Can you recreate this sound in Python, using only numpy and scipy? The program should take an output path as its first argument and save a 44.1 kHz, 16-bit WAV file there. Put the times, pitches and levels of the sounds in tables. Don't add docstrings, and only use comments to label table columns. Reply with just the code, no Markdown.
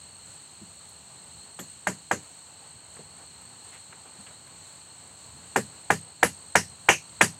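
import sys
import numpy as np
from scipy import signal
from scipy.fft import rfft, irfft, next_fast_len
from scipy.io import wavfile
from scipy.ndimage import uniform_filter1d

SR = 44100
rng = np.random.default_rng(int(sys.argv[2]) if len(sys.argv) > 2 else 0)


def materialize(psi):
    bounded = np.clip(np.atleast_2d(psi).T, -1, 1)
    quanta = np.round(bounded * 32767).astype(np.int16)
    wavfile.write(sys.argv[1], SR, quanta)


def voltage_ratio(level):
    return 10 ** (np.asarray(level, float) / 20)


N = 325898
LEAD_S = 0.01


def level(x, db):
    return x * voltage_ratio(db) / np.sqrt(np.mean(x ** 2))


def along(table, hz):
    table_hz, values = np.transpose(table)
    return np.interp(np.log(np.maximum(hz, 1)), np.log(table_hz), values)


def band(hz, width, size):
    f = np.fft.rfftfreq(size, 1 / SR)
    bell = np.exp(-((f - hz) / width) ** 2)
    return level(irfft(rfft(rng.standard_normal(size)) * bell, size), 0)


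def coloured(table, size):
    gain = voltage_ratio(along(table, np.fft.rfftfreq(size, 1 / SR)))
    return level(irfft(rfft(rng.standard_normal(size)) * gain, size), 0)


def walk(rate, size):
    hold = max(int(SR / rate), 2)
    steps = np.repeat(rng.standard_normal(size // hold + 1), hold)
    return 1.1 * uniform_filter1d(uniform_filter1d(steps, hold), hold)[:size]


def swell(t, rise, t60):
    t = np.maximum(t, 0)
    return (1 - np.exp(-t / rise)) ** 2 * voltage_ratio(-60 * t / t60)


def add(out, s, x):
    i = int(s * SR)
    out[i:i + len(x)] += x[:N - i]


# start_s, knock_db, ground_thump_db, bark_crack_db, upper_modes_db
HAMMER_BLOWS = [
    (1.5894, -28.5, -39.5, -32, -7),
    (1.87, -8, -29, -21.5, -7),
    (2.112, -5.5, -28, -23, -6.5),
    (5.56, -4.5, -24, -19, -7.5),
    (5.903, -0.5, -24, -17, -6.5),
    (6.229, 1, -26.5, -14.5, -3.5),
    (6.554, 2, -26, -12, -4),
    (6.887, 2, -28, -11.5, 6.5),
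    (7.21, 0.5, -23, -10, 3.3),
]


def hammer():
    out = np.zeros(N)
    t = np.arange(-441, 12288 - 441) / SR
    usual_crack_db, ring = -18, 0.91
    for s, knock_db, thump_db, crack_db, upper_db in HAMMER_BLOWS:
        seated = t - 0.0012
        snap = crack_db - usual_crack_db
        hard_db = 2.5 + 0.38 * snap
        log = voltage_ratio(knock_db) * knock(seated, hard_db, ring, upper_db)
        add(out, s - LEAD_S, log + voltage_ratio(thump_db) * thump(seated))
        wood_db = -19 + 0.75 * knock_db + 0.46 * upper_db
        wood_tilt_db = -2 + 0.24 * snap
        bark_db = -26 + 1.2 * snap
        add(out, s - LEAD_S, shake(seated, wood_db, wood_tilt_db, bark_db, -0.4, ring))
        add(out, s + 0.0026 - LEAD_S, crack(t, crack_db))
    return out + ring_on(t)


# pitch_hz, level_db, t60_s (time to fade 60 dB)
LOG_MODES = [(483, 2.5, 0.057), (606, -2.5, 0.073), (777, 9.5, 0.015), (979, -3, 0.028), (1200, -5, 0.036),
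             (1433, -3, 0.043), (1645, 5, 0.023), (1790, -11.5, 0.047), (1851, 1.5, 0.028),
             (2043, -9, 0.073), (2320, -4, 0.033), (2610, -15.5, 0.041), (2800, -12.5, 0.037),
             (2950, -16, 0.027)]
# time_from_full_blow_s, level_db
CONTACTS = [
    (-.0038, -34),
    (-.0025, -17),
    (-.00125, -5.5),
    (0, 9),
    (.0075, -7),
]


def knock(t, hard_db, ring, upper_db):
    out = 0
    for (hz, db, t60), (detune, spread) in zip(LOG_MODES, rng.standard_normal((len(LOG_MODES), 2))):
        upper = np.clip(np.log2(hz / 1700) / 0.605, 0, 1)
        gain = voltage_ratio(db + hard_db * np.log2(hz / 1200) + upper_db * upper + 0.98 * spread)
        delay = 0.00213 * upper + 0.0012 * max(np.log2(772 / hz), 0)
        for contact_s, contact_db in CONTACTS:
            u = t - contact_s - delay
            onset = np.exp(np.minimum(u, 0) / 0.0003)
            decay = voltage_ratio(-60 * np.maximum(u, 0) / (t60 * ring))
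            shape = np.where(u < 0, onset, decay)
            tone = np.cos(2 * np.pi * hz * (1 + 0.0075 * detune) * u)
            out = out + gain * voltage_ratio(contact_db) * shape * tone
    out = signal.sosfilt(signal.butter(2, 300, "high", fs=SR, output="sos"), out)
    return out / np.abs(out).max()


# pitch_hz, level_db (per Hz)
BARK_CRACK = [(2060, -3), (3500, -10.5), (4870, -24), (6320, -10), (6870, -4.5), (10100, -13), (10900, -33),
              (12400, -21), (16000, -46)]


def crack(t, crack_db):
    touch = voltage_ratio(-16) * swell(t + 0.004, 0.001, 0.05)
    burst = swell(t + 0.00034, 0.00014, 0.035) + touch
    steel = swell(t + 0.00039, 0.0002, 0.0069) * band(10200, 2300, len(t))
    rough_db = np.clip(3.9 * walk(900, len(t)), -9, 4.5)
    tearing = voltage_ratio(crack_db - 3 + rough_db) * burst * coloured(BARK_CRACK, len(t))
    return voltage_ratio(crack_db - 16.5) * steel + tearing


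# pitch_hz, level_db (per Hz)
SHAKE_COLOUR = [(180, -29), (300, -4), (978, -3.5), (1170, -4.5), (1660, -2), (2400, -14), (2880, -16),
                (3460, -27), (5080, -16.5), (5700, -19.5), (8090, -12), (12100, -25), (16000, -46)]
# pitch_hz, t60_s
SHAKE_FADE = [(300, 0.15), (1500, 0.11), (4000, 0.23), (10000, .2)]
# pitch_hz, rise_s
SHAKE_BUILD = [(1000, 0.0034), (3000, 0.0051), (8000, 0.0066)]


def shake(t, wood_db, wood_tilt_db, bark_db, bark_tilt_db, ring):
    wood_hz = [330, 395, *np.array(LOG_MODES)[:, 0], 3200, 3550]
    bark_hz = 4000 * 2 ** (np.arange(9) / 4)
    wood = [(hz, 0.11 * hz, wood_db + wood_tilt_db * np.log2(hz / 1500)) for hz in wood_hz]
    bark = [(hz, 0.097 * hz, bark_db + bark_tilt_db * np.log2(hz / 8000)) for hz in bark_hz]
    out = 0
    for hz, width, part_db in wood + bark:
        chatter_db = 2.4 * walk(153, len(t))
        db = along(SHAKE_COLOUR, hz) + 10 * np.log10(hz / 2000) + part_db + chatter_db
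        shape = swell(t, along(SHAKE_BUILD, hz), ring * along(SHAKE_FADE, hz))
        out = out + voltage_ratio(db) * shape * band(hz, width, len(t))
    return out


# pitch_hz, level_db, t60_s, rise_s
GROUND_MODES = [(94.4, -13, 0.4, 0.0067), (127.3, -7, 0.27, 0.0085), (156.6, -4, 0.27, 0.023),
                (174.3, 0, 0.15, 0.009), (193.8, -1.5, 0.19, 0.01), (216.3, -3.5, .2, 0.0033),
                (252, -3, 0.17, 0.012), (308, -16, 0.25, 0.025), (347, -2.5, 0.077, 0.0054),
                (410, -34, 0.14, 0.011), (426, -2, 0.12, 0.0081), (468, -5.5, 0.07, 0.0042)]


def thump(t, soft_db=0):
    out = 0
    landing = t - 0.023
    draws = rng.standard_normal((len(GROUND_MODES), 3))
    for (hz, db, t60, rise), (detune, spread, turn) in zip(GROUND_MODES, draws):
        phase = 2 * np.pi * hz * (1 + 0.024 * detune) * landing + 0.94 * turn
        gain = voltage_ratio(db + 2.4 * spread + soft_db * max(np.log2(hz / 300), 0))
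        out = out + gain * swell(t, rise, t60) * np.cos(phase)
    return out


# start_s, level_db, pitch_hz
BLOW_RINGS = [(1.592, -38, 7260), (1.592, -43.5, 12200), (1.59, -38, 3270), (1.874, -33, 7170),
              (2.112, -31, 7000), (2.112, -42, 5960), (5.56, -29.5, 7760), (5.561, -43, 12500),
              (5.572, -21, 455), (5.907, -33, 6860), (5.906, -48, 14500), (6.231, -32, 6600),
              (6.231, -25, 10060), (6.232, -33, 11900), (6.556, -24, 5800), (6.556, -30, 1900),
              (6.558, -26, 480), (6.888, -21.5, 6320), (6.888, -19, 2830), (6.888, -20, 2540),
              (7.214, -26.5, 9300), (7.213, -29.5, 6660), (7.212, -20, 3330), (7.226, -20.5, 340)]
# pitch_hz, width_hz
RING_BLUR = [(400, 150), (2500, 360), (6500, 860), (12000, 1400)]
# pitch_hz, t60_s
RING_FADE = [(400, 0.081), (2500, 0.22), (3300, 0.046), (6300, 0.22), (12000, 0.12)]


def ring_on(t):
    out = np.zeros(N)
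    for s, db, hz in BLOW_RINGS:
        t60 = along(RING_FADE, hz)
        ringing = swell(t, t60 / 40, t60) * band(hz, along(RING_BLUR, hz), len(t))
        add(out, s - LEAD_S, voltage_ratio(db) * ringing)
    return out


# start_s, level_db, pitch_hz, t60_s, wall_answer_db
BOOT_THUDS = [
    (0.614, -38, 240, 0.098, -6),
    (2.987, -39, 468, 0.11, -4),
    (3.05, -46, 129, 0.089, -20),
    (3.888, -50, 129, 0.16, -16),
    (4.185, -37.5, 156, 0.092, -10.5),
    (4.297, -48, 129, 0.079, -14),
]
# start_s, level_db, pitch_hz, length_s
BOOT_SCUFFS = [(0.887, -51, 10000, 0.015), (2.965, -42.5, 1200, 0.013), (3.03, -58, 10000, .004),
               (3.191, -46.5, 800, 0.044), (3.418, -54, 10000, 0.0037), (3.419, -51, 1800, 0.0055),
               (3.715, -43.5, 2100, 0.047), (3.73, -55, 9000, .02), (3.749, -46, 1990, 0.018),
               (3.923, -38.5, 1500, 0.012), (4.05, -44, 800, 0.023), (4.056, -50, 2800, 0.025),
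               (4.262, -43.5, 1680, 0.025), (4.264, -42, 2940, 0.0098), (4.304, -44, 990, 0.0099),
               (4.474, -50, 10000, .004), (4.471, -44, 1500, 0.0052)]
# pitch_hz, width_hz
SCUFF_BREADTH = [(800, 790), (1500, 1600), (2100, 2300), (2900, 360), (10000, 4100)]


def boots():
    out = np.zeros(N)
    t = np.arange(12288) / SR
    for s, db, hz, t60, wall_db in BOOT_THUDS:
        step = voltage_ratio(db - 3.5) * swell(t, 0.0015, t60) * band(hz, 0.47 * hz, len(t))
        wall = voltage_ratio(db + wall_db) * thump(t, soft_db=-23.0)
        add(out, s, step + wall)
    for s, db, hz, length in BOOT_SCUFFS:
        grit = voltage_ratio(db + 1.7 * walk(528, len(t)))
        scrape = swell(t, length / 5, 5 * length) * band(hz, along(SCUFF_BREADTH, hz), len(t))
        add(out, s, grit * scrape)
    return out


def cricket(hz, rate, depth, blur_hz, duty, wing_hz):
    tone = np.sin(2 * np.pi * np.cumsum(hz + blur_hz * walk(220, N)) / SR)
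    stroke = np.cos(2 * np.pi * np.cumsum(rate * (1 + 0.0293 * walk(3.9, N))) / SR)
    gate = 1 - depth + depth * np.clip((stroke + duty) * 1.4, 0, 1)
    wing = signal.butter(3, [hz - wing_hz, hz + 0.33 * wing_hz], "band", fs=SR, output="sos")
    return level(signal.sosfilt(wing, tone * gate * voltage_ratio(2.4 * walk(30, N))), 0)


# time_s, breeze_db, vigour_db
BREEZE_AND_VIGOUR = [(0, 0.5, 3.5), (.5, -0.5, 0), (1.3, .3, 1.3), (2.4, -1.4, .3), (3.1, 1.5, 1),
                     (3.6, 0.2, 0.5), (4.6, 0.2, 0), (4.9, 0.4, 0.5), (5.2, 1.9, -2), (6, 1.3, 2.2),
                     (6.7, 0.6, 3), (7.39, 2.2, 3)]
# pitch_hz, level_db (per Hz)
CHORUS_COLOUR = [(3400, -25.5), (3900, -19), (4300, -10.5), (4650, -26.5), (5000, -32.5), (6000, -26.5),
                 (7000, -17), (7800, -10.5), (8350, -7), (8750, -20), (9300, -32.5), (11000, -37.5),
                 (16000, -39)]
# pitch_hz, level_db (per Hz)
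HUM_COLOUR = [(15, -72), (25, -58), (76, -1), (141, -3), (172, -4), (209, -8.5), (249, -11), (325, -21),
              (400, -19), (520, -36), (880, -120)]
# pitch_hz, level_db (per Hz)
DRONE_COLOUR = [(150, -13), (250, -3.5), (329, -4.5), (666, -2.5), (845, 0.5), (1400, -6), (2250, -10.5),
                (3700, -17), (4500, -9.5), (4900, -18.5), (8000, -62)]


def woods():
    s, *columns = np.transpose(BREEZE_AND_VIGOUR)
    breeze_db, vigour_db = (np.interp(np.arange(N) / SR, s, c) for c in columns)
    size = next_fast_len(N)
    high = voltage_ratio(-56.5 + vigour_db) * cricket(8342, 52.5, 0.9, blur_hz=58.8, duty=0.25, wing_hz=500)
    low = voltage_ratio(-61.5 + vigour_db) * cricket(4310, 55.5, 0.6, blur_hz=199.4, duty=0.56, wing_hz=447)
    distant = voltage_ratio(-66 + 0.76 * walk(8.6, N)) * band(2920, 440, size)[:N]
    chorus = voltage_ratio(-50.5 + 1.24 * walk(11, N)) * coloured(CHORUS_COLOUR, size)[:N]
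    drone = voltage_ratio(-58.5 + breeze_db + 1.7 * walk(23, N)) * coloured(DRONE_COLOUR, size)[:N]
    hum = voltage_ratio(-60.5 + 1.6 * breeze_db + 1.95 * walk(15, N)) * coloured(HUM_COLOUR, size)[:N]
    return high + low + distant + chorus + drone + hum


def scene():
    return (hammer() + boots() + woods())[None]


def top_cut(x):
    return signal.sosfilt(signal.butter(12, 16620, fs=SR, output="sos"), x)


def record(dry):
    low_hz, top_hz, clip = 53.4, 15950, 0.8
    dry = signal.sosfilt(signal.ellip(10, 0.2, 60, top_hz, fs=SR, output="sos"), dry)
    held = dry / (1 + np.abs(dry / clip) ** 6) ** (1 / 6)
    edges = signal.butter(5, [low_hz, top_hz + 900], "band", fs=SR, output="sos")
    mix = signal.sosfilt(edges, held)
    return top_cut(mix)


dry = scene()
out = record(dry)
materialize(out)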